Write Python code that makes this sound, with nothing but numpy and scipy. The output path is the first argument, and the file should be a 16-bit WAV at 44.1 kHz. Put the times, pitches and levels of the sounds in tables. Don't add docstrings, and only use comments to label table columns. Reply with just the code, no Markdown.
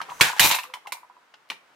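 import sys
import numpy as np
from scipy import signal
from scipy.fft import rfft, irfft
from scipy.io import wavfile

SR = 44100
rng = np.random.default_rng(int(sys.argv[2]) if len(sys.argv) > 2 else 0)


def ratio_of_db(decibels):
    return 10 ** (np.asarray(decibels, float) / 20)


def bounce(signal):
    frames = np.transpose(np.atleast_2d(signal))
    limited = np.clip(frames, -1, 1)
    pcm = np.round(limited * 32767).astype(np.int16)
    wavfile.write(sys.argv[1], SR, pcm)


N = 77175


def evened(x):
    return x / np.sqrt(np.mean(x ** 2) + 1e-20)


def read(points, hz):
    f, value = np.transpose(points)
    return np.interp(np.log(hz + 1), np.log(f + 1), value)


def add(mix, s, sound):
    part = mix[:, max(round(s * SR), 0):][:, :sound.shape[-1]]
    part += sound[..., :part.shape[1]]


def along(rows, column=1):
    rows, t = np.array(rows), np.arange(N) / SR
    return ratio_of_db(np.interp(t, rows[:, 0], rows[:, column], -150, -150))


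def band(x, lo_hz, hi_hz):
    return signal.sosfilt(signal.butter(2, [lo_hz, hi_hz], "band", fs=SR, output="sos"), x)


def colour(x, points):
    n = x.shape[-1]
    return irfft(rfft(x) * ratio_of_db(read(points, np.fft.rfftfreq(n, 1 / SR))), n)


def resonate(x, hz, width):
    turn = np.exp(2j * np.pi * np.cumsum(hz * np.ones(x.shape[-1])) / SR)
    r = np.exp(-np.pi * width / SR)
    return 2 * (turn * signal.lfilter([1 - r], [1, -r], x / turn)).real


def click(db, treble_db, centre_hz, pan_db, chatter_db):
    # (frequency [Hz], level [dB], T60 [s])
    shell_modes = [(1150, -8, .014), (1600, -4, .012), (2100, 0, .014), (2400, 0, .012), (2780, -1, .012),
                   (3300, -3, .009), (4050, -4, .011), (5000, -9, .008)]
    level_spread_db, pitch_spread = 2, 0.057
    focus_db_per_octave = 4
    chatter_t60_s, snap_t60_s, crack_t60_s = 0.064, 0.01, 0.1
    snap_db, crack_db = 3, 2
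    t = np.arange(5000) / SR
    noise = rng.standard_normal((4, len(t)))
    impact = 1. * (t == 0)
    sparse = rng.random(len(t)) < 0.05
    shared_noise = noise[:2] + 0.5 * noise[1::-1]
    drive = impact + ratio_of_db(chatter_db - 60 * t / chatter_t60_s) * shared_noise * sparse

    ring = ratio_of_db(snap_db) * resonate(impact, centre_hz, 2.2 / snap_t60_s) * snap_t60_s
    for hz, mode_db, t60 in shell_modes:
        mode_level = mode_db + level_spread_db * rng.standard_normal()
        mode_level -= focus_db_per_octave * abs(np.log2(hz / centre_hz))
        mode_hz = hz * (1 + pitch_spread * rng.standard_normal())
        ring = ring + ratio_of_db(mode_level) * resonate(drive, mode_hz, 2.2 / t60) * t60
    ring = band(ring * np.minimum(t / 0.00046, 1), 600, 6200)

    crack = evened(band(noise[2:], 4000, 13000)) * ratio_of_db(treble_db + crack_db - 60 * t / crack_t60_s)
    crack = crack * np.minimum(t / 0.0012, 1)
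    pan = ratio_of_db([[pan_db / 2], [-pan_db / 2]])
    return ratio_of_db(db) * (ring / abs(ring).max() + crack) * pan


def clicks(rows, pan_db, chatter_db):
    mix = np.zeros((2, N))
    for s, *row in rows:
        add(mix, s, click(*row, pan_db, chatter_db))
    return mix


def spring_pops():
    # (time [s], level [dB], treble before the crack trim [dB re level], contact pitch [Hz])
    pop_rows = [(0.2096, 2, -17.5, 2300), (0.3951, -1, -13, 2750)]
    return clicks(pop_rows, pan_db=-2, chatter_db=-9)


def hard_clicks():
    # (time [s], level [dB], treble before the crack trim [dB re level], contact pitch [Hz])
    click_rows = [(0.0148, -23.5, -26.5, 1840), (0.0987, -28.5, -39, 1650), (0.501, -19, -26, 2050),
                  (0.5122, -9, -14, 2080), (0.522, -16.5, -17.5, 3860), (0.5476, -12.5, -14, 2500),
                  (0.5623, -24, -27.5, 2400), (0.5869, -19.5, -22, 2300), (0.6336, -27.5, -17, 2160),
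                  (0.7375, -19, -24, 2130), (0.7563, -42, -35, 2510), (0.8707, -29, -20, 2190),
                  (0.9214, -18, -14.5, 2420)]
    return clicks(click_rows, pan_db=-2, chatter_db=-9)


def buzz(levels, bands):
    # (frequency [Hz], relative level per Hz [dB])
    body_curve = [(400, -20), (892, 4), (1400, -6), (3000, 0), (6940, 1), (12900, -15), (16000, -29.5)]
    ticks_per_s, uneven_db = 7600, 1.35
    present = rng.random(N) < ticks_per_s / SR
    strength = ratio_of_db(uneven_db * np.minimum(rng.exponential(1, N), 4))
    ticks = rng.standard_normal((3, N)) * strength * present
    ticks = 1.1 * ticks[0] + ticks[1:]
    rung = sum(ratio_of_db(db) * evened(resonate(ticks, hz, width)) for hz, width, db in bands)
    body = evened(colour(ticks, body_curve)) + evened(rung)
    main, treble = band(body, 460, 6300), band(body, 4600, 17000)
    return evened(main) * along(levels, 1) + evened(treble) * along(levels, 2)


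def plate_buzz():
    # (time [s], level [dB], treble level [dB])
    down_levels = [(.212, -11, -13), (.226, -15, -21.5), (.29, -26, -31.5), (.355, -42.5, -48.5),
                   (.39, -30.5, -36)]
    up_levels = [(.397, -15, -16), (.432, -14, -17.5), (.456, -13, -15), (.476, -18, -20.5),
                 (.494, -23.5, -20.5), (.52, -19, -29.5), (.56, -28.5, -31.5), (.58, -36.5, -40),
                 (.72, -65.5, -74)]
    # (frequency [Hz], width [Hz], relative level [dB])
    pressed_bands = [(1670, 300, 6), (2240, 350, -3.5), (3094, 980, -0.5)]
    plate_bands = [(2390, 180, -4.5), (2720, 610, -9.5), (3810, 300, 0), (12500, 1400, -2.5)]
    return buzz(down_levels, pressed_bands) + buzz(up_levels, plate_bands)


def knock(db, hz):
    rise_s, t60_s, trim_db = 0.0019, 0.067, 3
    t = np.arange(3000) / SR
    swell = (t / rise_s) ** 2 * np.exp(-2 * t / rise_s)
    tail = ratio_of_db(-13.5 - 60 * t / t60_s) * np.minimum(t / rise_s, 1)
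    shape = swell + tail
    noise = rng.standard_normal((2, len(t)))
    rough = evened(resonate(resonate(noise, hz, 430), hz, 500))
    note = np.sin(2 * np.pi * hz * t) + 0.6 * rough
    return ratio_of_db(db + trim_db) * shape / shape.max() * note


def board_knocks():
    # (time [s], level before the knock trim [dB], pitch [Hz])
    knock_rows = [(0.003, -29.5, 1285), (0.014, -29, 936), (0.086, -35, 796), (0.092, -37, 1153),
                  (0.105, -32.5, 977), (0.118, -31, 963), (0.2, -27.5, 1020), (0.3, -25, 927),
                  (0.332, -29, 990), (0.363, -32, 857), (0.502, -23.5, 948), (0.512, -21, 943),
                  (0.531, -23.5, 968), (0.547, -24, 957), (0.562, -29, 901), (0.585, -26, 995),
                  (0.639, -35.5, 1003), (0.651, -38.5, 1163), (0.699, -47.5, 983), (0.738, -33, 992),
                  (0.755, -39.5, 974), (0.77, -43.5, 882), (0.853, -46.5, 930), (0.859, -39, 1043),
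                  (0.872, -34.5, 833), (0.89, -44.5, 815), (0.923, -29.5, 1012), (0.947, -37.5, 922),
                  (1.34, -50, 854), (1.5, -37, 1170), (1.516, -41, 900)]
    # (time [s], level before the knock trim [dB], gap to the second edge [s])
    rock_rows = [(0.968, -43.5, 0.012), (1.031, -43, .014), (1.098, -46.5, .011), (1.166, -50.5, 0.0091),
                 (1.227, -62.5, 0.00785)]
    rock_hz, second_edge_db = 984, -6.5
    mix = np.zeros((2, N))
    for s, *row in knock_rows:
        add(mix, s, knock(*row))
    for s, db, gap in rock_rows:
        add(mix, s, knock(db, rock_hz))
        add(mix, s + gap, knock(db + second_edge_db, rock_hz))
    return mix


def pawn_clicks():
    # (time [s], level [dB], treble before the crack trim [dB re level], contact pitch [Hz])
    pawn_rows = [(1.3393, -38, -40, 1850), (1.488, -49, -15, 4200), (1.5003, -17, -28, 3100),
                 (1.517, -29, -28.5, 2400), (1.531, -36, -24, 3400)]
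    return clicks(pawn_rows, pan_db=1.5, chatter_db=-12)


def rub():
    # (time [s], level of the unit-rms hiss [dB])
    rub_levels = [(0, -61), (.03, -80.5), (.08, -76.5), (.095, -52), (.19, -52), (.205, -34)]
    # (frequency [Hz], width [Hz], relative level [dB])
    hiss_bands = [(6130, 480, 1.5), (6933, 3300, 0), (1500, 3200, 6)]
    noise = rng.standard_normal((3, N))
    noise = noise[0] + 0.78 * noise[1:]
    hiss = sum(ratio_of_db(db) * evened(resonate(noise, hz, width)) for hz, width, db in hiss_bands)
    return along(rub_levels) * evened(hiss)


def rumble_burst(db, t60, low_hz):
    low_note_hz, note_width_hz, note_db = 147.4, 45, -5.5
    t = np.arange(SR // 3) / SR
    noise = rng.standard_normal((2, len(t)))
    low = evened(band(noise, 30, 500))
    low = low + ratio_of_db(note_db) * evened(resonate(noise, low_note_hz, note_width_hz))
    low = band(band(low, low_hz, 2300), low_hz, 2300)
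    return evened(low) * np.minimum(t / 0.0026, 1) * ratio_of_db(db - 60 * t / t60)


def low_rumble():
    # (time [s], level at the start of decay [dB], T60 [s], low band edge [Hz])
    rumble_rows = [(.003, -53, 0.25, 119), (0.094, -56, 0.3, 125), (0.209, -24, 0.17, 25.1),
                   (.209, -22.5, 0.063, 320), (0.397, -27.5, 0.21, 24.9), (0.439, -26, 0.19, 25.25),
                   (0.514, -24, 0.016, 25.8), (0.924, -48, 0.077, 287), (1.498, -47.5, 0.23, 178)]
    mix = np.zeros((2, N))
    for s, *row in rumble_rows:
        add(mix, s, rumble_burst(*row))
    return mix


def hum():
    # (start [s], length [s], level before the swell [dB], first pitch [Hz], last pitch [Hz], width [Hz])
    rising_note = (.63, .15, -59, 480, 540, 15)
    start, length, db, from_hz, to_hz, width = rising_note
    u = np.arange(round(length * SR)) / (length * SR)
    hz = from_hz + (to_hz - from_hz) * u
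    noise = rng.standard_normal(len(u))
    fuzzy = evened(resonate(resonate(noise, hz, width), hz, width))
    mix = np.zeros((2, N))
    add(mix, start, ratio_of_db(db) * np.sin(np.pi * u) * fuzzy)
    return mix


def room(x):
    # (frequency [Hz], T60 [s])
    decay_times = [(300, 0.088), (1400, 0.34), (3700, 0.22), (9700, 0.27)]
    gap_s, spacing = 0.004, 20
    taps = np.zeros((2, SR // 2))
    at = np.arange(0, SR // 2 - spacing, spacing)
    at = at + rng.integers(0, spacing, (2, len(at)))
    np.put_along_axis(taps, at, rng.choice([-1., 1.], at.shape), 1)
    hz, t, z = signal.stft(taps, SR, nperseg=256)
    decay = ratio_of_db(-60 * t / read(decay_times, hz)[:, None])
    tail = signal.istft(z * decay, SR, nperseg=256)[1]
    tail = np.pad(tail, ((0, 0), (round(gap_s * SR), 0)))
    tail = tail / np.linalg.norm(tail[0])
    return signal.fftconvolve(x.mean(0)[None], tail, axes=1)[:, :N]


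def floor():
    # (frequency [Hz], relative level per Hz [dB])
    air_curve = [(30, -36), (311, -16), (821, -10.5), (1280, -8), (16000, -39)]
    # (time [s], level of the unit-rms noise [dB])
    air_levels = [(0, -46.5), (1.002, -60.5), (1.45, -61), (1.75, -59)]
    # (frequency [Hz], left-right correlation [0..1])
    likeness = [(60, .3), (500, 0.74), (2000, 0.28), (15000, 0.088)]
    z = rfft(rng.standard_normal((2, N)))
    same = read(likeness, np.fft.rfftfreq(N, 1 / SR))
    right = same * z[0] + np.sqrt(1 - same ** 2) * z[1]
    air = colour(irfft([z[0], right], N), air_curve)
    s, db = np.transpose(air_levels)
    return evened(air) * ratio_of_db(np.interp(np.arange(N) / SR, s, db))


def scene():
    room_db, knock_room_db = -9.5, -5
    game = spring_pops() + hard_clicks() + plate_buzz() + pawn_clicks() + rub() + hum()
    board = board_knocks()
    tail = ratio_of_db(room_db) * room(game + ratio_of_db(knock_room_db) * board)
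    return game + board + tail + low_rumble() + floor()


def top_cut(x):
    return signal.sosfilt(signal.butter(12, 16110, fs=SR, output="sos"), x)


def record(dry):
    clipped = np.clip(dry, -1, 1)
    low_pass = signal.firwin(255, 15900, window=("kaiser", 8), fs=SR)
    limited = signal.oaconvolve(clipped, low_pass[None], "same", axes=1)
    return top_cut(limited)


dry = scene()
out = record(dry)
bounce(out)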